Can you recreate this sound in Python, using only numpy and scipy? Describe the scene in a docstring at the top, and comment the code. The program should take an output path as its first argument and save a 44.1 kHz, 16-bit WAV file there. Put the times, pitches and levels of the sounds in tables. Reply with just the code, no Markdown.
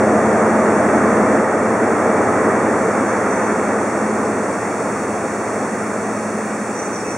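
"""A country platform: a steam locomotive's safety valves roar and slowly ease over a thin hiss.
Both are turbulent steam, noise in flickering octave bands. A low throb like an idling diesel drawing
away hums inside the roar: harmonics of one engine cycle, with valve-gear clatter. All three dip briefly.
Small birds chirp in the trees and a few faint ticks sound close by. The bass is nearly alike left and
right; an equaliser cuts narrow notches in the treble."""
import sys
import numpy as np
from scipy import signal
from scipy.fft import rfft, irfft, next_fast_len
from scipy.io import wavfile
from scipy.ndimage import uniform_filter1d

SR = 44100
rng = np.random.default_rng(int(sys.argv[2]) if len(sys.argv) > 2 else 0)


def materialize(psi):
    """Save the field psi as 16-bit PCM at rate SR to the path in sys.argv[1].

    A 1-D psi becomes a single channel; in a 2-D psi each row is a channel.
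    """
    bounded = np.clip(np.atleast_2d(psi).T, -1, 1)
    quanta = np.round(bounded * 32767).astype(np.int16)
    wavfile.write(sys.argv[1], SR, quanta)


N = 316197

ROAR_DB, TILT_DB_PER_OCT, THINNING_PER_OCT = -15, -1.05, -0.0367
EASE_FROM_S, EASE_DB, EASE_TAU_S, SAG_DB_PER_S = 2.57, -8.5, 3.15, -0.2679
# Valve roar spectrum: (frequency [Hz], density [dB])
ROAR_SPECTRUM = [(25, -47), (50, -40), (78, -33), (92, -21), (110, -17.5), (150, -18), (190, -8.5),
                 (230, -2.5), (330, -3), (385, -3), (420, 0.5), (465, -1.5), (495, -3.5), (525, -2),
                 (565, -4), (620, -2.5), (660, -4), (770, -5), (830, -4.5), (950, -7), (1250, -6),
                 (1600, -11), (1930, -11), (2070, -16.5), (2320, -17.5), (2450, -28), (2750, -30),
                 (3600, -37)]


def valve_roar(t):
    """Safety valves blow, sag with the pressure, then ease; the weaker jet is thinner. 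Mid and side."""
    onset_db = -1.5 * np.exp(-t / .22)
    crest_db = .7 * np.exp(-((t - 1.16) / .25) ** 2)
    closing_db = EASE_DB * (1 - np.exp(-np.maximum(t - EASE_FROM_S, 0) / EASE_TAU_S))
    blast_db = onset_db + crest_db + SAG_DB_PER_S * t + closing_db
    brightening = .64 * np.exp(-((t - 3.3) / .36) ** 2)
    tilt = TILT_DB_PER_OCT + THINNING_PER_OCT * blast_db + brightening
    steam = jet(ROAR_SPECTRUM, tilt, swell_db=.27, flicker_db=.42, flicker_hz=10)
    return undb(ROAR_DB + blast_db + dip_db(t)) * steam


PIVOT_HZ = 495
# Stereo width of the steam: (frequency [Hz], side minus mid [dB])
STEAM_WIDTH = [(25, -6), (45, -13), (70, -22), (110, -16), (200, -25.5), (380, -22.5), (700, -17),
               (1290, -10.5), (2380, -9.5), (4400, -12.5), (5800, -7.5), (8120, -7.5), (9800, -6.5),
               (10700, -4), (14500, -4), (15700, -5)]


def jet(spectrum, tilt_db_per_oct, swell_db, flicker_db, flicker_hz):
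    """Turbulent steam as mid and side: octave bands that swell together and flicker alone."""
    size = next_fast_len(N)
    hz = np.arange(size // 2 + 1) * SR / size
    noise = rfft(rng.standard_normal((2, size))) * spectrum_gain(spectrum, hz, outside_db=-120)
    noise[1] *= spectrum_gain(STEAM_WIDTH, hz + 1)
    mid_rms = np.sqrt(np.mean(irfft(noise[0], size) ** 2))
    octave = np.log2(np.maximum(hz, 1) / PIVOT_HZ)
    lowest, highest = (int(np.log2(spectrum[i][0] / PIVOT_HZ)) for i in (0, -1))
    out, common_db = 0, swell_db * walk(2.74)
    for centre in range(lowest - 1, highest + 2):
        band = irfft(noise * np.clip(1 - abs(octave - centre), 0, 1), size)[:, :N]
        out += band * undb(tilt_db_per_oct * centre + common_db + flicker_db * walk(flicker_hz))
    return out / mid_rms


HUM_DB, HUM_FADE_DB_PER_S = -22.5, -1.54
CYCLE_HZ, CYCLE_EXTRA_HZ, CYCLE_SETTLE_S = 11.275, .1, 2.6
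EXHAUST_ORDER, RESONANCE_WIDTH_OCT = 19, .079
# Exhaust resonance swell: (time [s], level [dB])
EXHAUST_SWELL = [(0, 1), (1.3, 2.5), (1.6, -1.5), (2.4, -3.5), (2.9, -2), (3.15, 2), (3.45, 3), (3.8, 1),
                 (4.3, 2.5), (4.6, -3.5), (5.0, -0.5), (5.35, -3.5), (5.8, -0.5), (6.1, 1), (6.35, 5),
                 (6.7, 2.5), (7.17, -5)]
# Engine harmonics: (order [x cycle rate], level [dB], drift [dB/s])
ENGINE_HARMONICS = [(5, -38, .5), (6, -35, 1.2), (7, -39, 1.5), (8, -14.5, -.6), (9, -22.5, -.4),
                    (10, -16, .7), (11, -18.5, .2), (13, -15.5, -2), (14, -21, .1), (15, -20.5, 1.4),
                    (16, -15.5, -.1), (17, -10, 0), (18, -12, .6), (19, -1, 0), (20, -12, 0), (21, -19, .3),
                    (23, -13, .5), (24, -13, -.2), (26, -13.5, .2), (27, -13, -1.3), (28, -9.5, -1),
                    (29, -11.5, -.2), (30, -15.5, -.6), (31, -13, -2), (32, -15.5, 1), (33, -13, -1.1),
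                    (34, -18, .6), (36, -13.5, -.4), (37, -15, -.1), (38, -12, .2), (39, -14.5, .2),
                    (40, -10, .3), (41, -14, .3), (42, -17, .1), (43, -23, 1.5), (45, -10, -.9),
                    (46, -5, -.5), (47, -12.5, -.7), (50, -23, 1.3), (51, -17, 0), (52, -14.5, -1.1),
                    (53, -11.5, -1.1), (54, -4.5, -2), (56, -6, -.9), (58, -11.5, -1), (59, -22, 1.5),
                    (60, -10, -.6), (61, -11.5, -1.2), (62, -17, -1.1), (64, -21, .1), (65, -13.5, -1.3),
                    (67, -17.5, -1.1)]


def engine_hum(t):
    """Harmonics of a receding engine; those near the exhaust resonance ring in step, one throb a cycle."""
    cycle_hz = CYCLE_HZ + CYCLE_EXTRA_HZ * np.exp(-t / CYCLE_SETTLE_S)
    cycles = .1199 + np.cumsum(cycle_hz) / SR
    swell_db = np.interp(t, *np.transpose(EXHAUST_SWELL))
    tones = 0
    for order, db, drift_db_per_s in ENGINE_HARMONICS:
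        resonance = np.exp(-(np.log2(order / EXHAUST_ORDER) / RESONANCE_WIDTH_OCT) ** 2)
        orders_off = abs(order - EXHAUST_ORDER)
        offset_rad = min(.5 * orders_off, np.pi) * rng.uniform(-1.02, 1)
        # the air path wavers, more for short waves; the throb loosens as the engine draws away
        waver_rad = (.012 * order + .06 * t * min(orders_off, 2)) * walk(5)
        tone_db = db + swell_db * resonance + drift_db_per_s * t + 1.2 * walk(5)
        tones += undb(tone_db) * np.cos(2 * np.pi * order * cycles + offset_rad + waver_rad)
    gain = np.sqrt(2) * undb(HUM_DB + HUM_FADE_DB_PER_S * t + dip_db(t))
    return gain * (tones + clatter(cycles))


CLATTER_ORDERS, CLATTER_RE_HUM_DB, CLATTER_DB_PER_OCT = range(68, 128), -25, -4.5


def clatter(cycles):
    """Valve gear: the same rattle once a cycle, a little early or late."""
    turn, rattle = np.arange(4096) / 4096, 0
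    for order in CLATTER_ORDERS:
        db = CLATTER_RE_HUM_DB + CLATTER_DB_PER_OCT * np.log2(order / CLATTER_ORDERS[0])
        rattle += undb(db) * np.cos(2 * np.pi * (order * turn + rng.uniform()))
    return np.interp((cycles + .0015 * walk(5)) % 1, turn, rattle, period=1)


HISS_DB, HISS_DIP_SHARE = -36, .74
# Thin hiss spectrum, with a filtered-out gap in the high treble: (frequency [Hz], density [dB])
HISS_SPECTRUM = [(1500, -8.5), (2300, 3.5), (2700, -1), (3300, -11.5), (4500, -8), (5400, -3), (6000, -0.5),
                 (7000, -1.5), (8500, -0.5), (9500, -6), (10500, -12.5), (11300, -24), (14000, -83),
                 (14700, -21), (15700, -20)]


def steam_hiss(t):
    """A thin, nearly steady hiss, as mid and side."""
    steam = jet(HISS_SPECTRUM, tilt_db_per_oct=0, swell_db=.098, flicker_db=.19, flicker_hz=9.9)
    return undb(HISS_DB + HISS_DIP_SHARE * dip_db(t)) * steam


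START_FLAT_SHARE, WAVER_SHARE, LOWER_NOTE_RATIO, RIGHT_LAG_S = .006, .011, .922, 5e-5
# Bird notes: (time [s], length [s], pitch [Hz], level [dB], lower note re main [dB], L minus R [dB])
BIRD_NOTES = [(.22, .06, 6550, -45, -30, 1), (.4, .07, 6550, -44.5, -30, 1), (.57, .07, 6550, -44, -30, 1),
              (.75, .07, 6540, -43, -30, 1), (.92, .08, 6540, -44, -30, 1), (1.1, .07, 6530, -43.5, -30, 1),
              (2.79, .12, 6380, -43, -30, 0), (3.05, .09, 6040, -43, -30, 0), (3.3, .1, 6050, -41, -30, 1),
              (3.4, .14, 6040, -41.5, -30, 1), (3.7, .12, 6000, -45, -30, 0),
              (6.74, .16, 6050, -36.5, -12, -3), (6.92, .06, 6060, -33.5, -7, -3),
              (6.95, .1, 5540, -40, -30, -3), (7.04, .13, 6050, -41, -30, -2),
              (7.065, .13, 5790, -37.5, -10, -2), (7.035, .045, 2590, -34.5, -30, -4),
              (7.07, .035, 2265, -34, -30, -2)]


def birds():
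    """Short wavering whistles from one side, some doubled by a lower note."""
    out, waver, tremble = np.zeros((2, N)), walk(220), walk(130)
    for start_s, length_s, hz, db, lower_db, pan_db in BIRD_NOTES:
        start = int(start_s * SR)
        n = min(int(length_s * SR), N - start)
        span, progress = slice(start, start + n), np.arange(n) / n
        pitch_hz = hz * (1 - START_FLAT_SHARE * np.exp(-5 * progress) + WAVER_SHARE * waver[span])
        phase = 2 * np.pi * (np.cumsum(pitch_hz) / SR - np.array([[0], [hz * RIGHT_LAG_S]]))
        note = np.sin(phase) + undb(lower_db) * np.sin(LOWER_NOTE_RATIO * phase)
        envelope = np.minimum(progress / .1, 1) * (1 - progress) ** .35 * undb(3.5 * tremble[span])
        out[:, span] += undb(db + np.array([[pan_db], [-pan_db]]) / 2) * envelope * note
    return out


def tree_echo(sound, t60_s=.3, echo_db=-3):
    """Direct sound plus a short smear of echoes from the trunks."""
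    t = np.arange(int(t60_s * SR)) / SR
    response = rng.standard_normal((2, len(t))) * undb(-60 * t / t60_s)
    response *= undb(echo_db) / np.sqrt(np.sum(response ** 2, axis=1, keepdims=True))
    response[:, 0] += 1
    return signal.fftconvolve(sound, response, axes=1)[:, :N]


# Tick resonances: (frequency [Hz], level [dB])
RING_MODES = [(7000, 0), (8300, -4), (9500, -3)]
# Tick onsets: (time [s], level [dB])
TICK_HITS = [(1.85, -33), (3.525, -30), (3.538, -35), (3.592, -35), (3.871, -29)]


def ticks(decay_s=.0025):
    """Faint ticks close by on the left, each ringing the same short modes."""
    out, t = np.zeros(N), np.arange(SR // 20) / SR
    ring = sum(undb(db) * np.sin(2 * np.pi * hz * t) for hz, db in RING_MODES) * np.exp(-t / decay_s)
    for start_s, db in TICK_HITS:
        start = int(start_s * SR)
        out[start:start + len(t)] += undb(db) * ring
    return out * np.array([[1], [-.3]])


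def dip_db(t, at_s=1.395, depth_db=-2, fall_s=.065, return_s=.55):
    """The level drops suddenly and creeps back."""
    since_s = np.maximum(t - at_s, 0)
    return depth_db * np.minimum(since_s / fall_s, 1) * np.exp(-(since_s / return_s) ** 2)


def walk(rate_hz):
    """Random steps smoothed twice; spread near 1."""
    hold = int(SR / rate_hz)
    steps = np.repeat(rng.standard_normal(N // hold + 1), hold)
    return 1.3 * uniform_filter1d(uniform_filter1d(steps, hold), hold)[:N]


def spectrum_gain(table, hz, outside_db=None):
    """Gain of a spectrum table, interpolated over log frequency."""
    knots_hz, db = np.transpose(table)
    return undb(np.interp(np.log(np.maximum(hz, 1)), np.log(knots_hz), db, outside_db, outside_db))


def undb(db):
    """dB to gain."""
    return 10 ** (np.asarray(db) / 20)


PRESENCE_L_MINUS_R_DB, LEFT_LEAD_S = -1.3, 8e-6


def scene():
    """Steam and engine near the centre; birds and ticks from the side."""
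    t = np.arange(N) / SR
    mid, side = steam_hiss(t) + valve_roar(t)
    mid += engine_hum(t)
    presence = signal.lfilter(*signal.butter(1, [1500, 9000], "band", fs=SR), mid)
    side += presence * (undb(PRESENCE_L_MINUS_R_DB) - 1) / 2
    side += np.gradient(mid) * SR * LEFT_LEAD_S / 2  # the slope acts as a tiny time shift
    return np.array([mid + side, mid - side]) + tree_echo(birds()) + ticks()


STOP_FROM_HZ, STOP_TO_HZ, LOWPASS_HZ = 11550, 13850, 15750
# Equaliser notches: (centre [Hz], width [Hz])
EQ_NOTCHES = [(3015, 370), (4005, 300), (4995, 425)]


def record(dry):
    """Equaliser: narrow notches, a stop band in the high treble and a steep low-pass."""
    out = dry
    for hz, width_hz in EQ_NOTCHES:
        out = signal.filtfilt(*signal.iirnotch(hz, hz / width_hz, SR), out)
    bandstop = signal.ellip(7, .5, 60, [STOP_FROM_HZ, STOP_TO_HZ], "bandstop", fs=SR, output="sos")
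    lowpass = signal.ellip(10, .2, 60, LOWPASS_HZ, fs=SR, output="sos")
    return signal.sosfilt(lowpass, signal.sosfilt(bandstop, out))


dry = scene()
out = record(dry)
materialize(out)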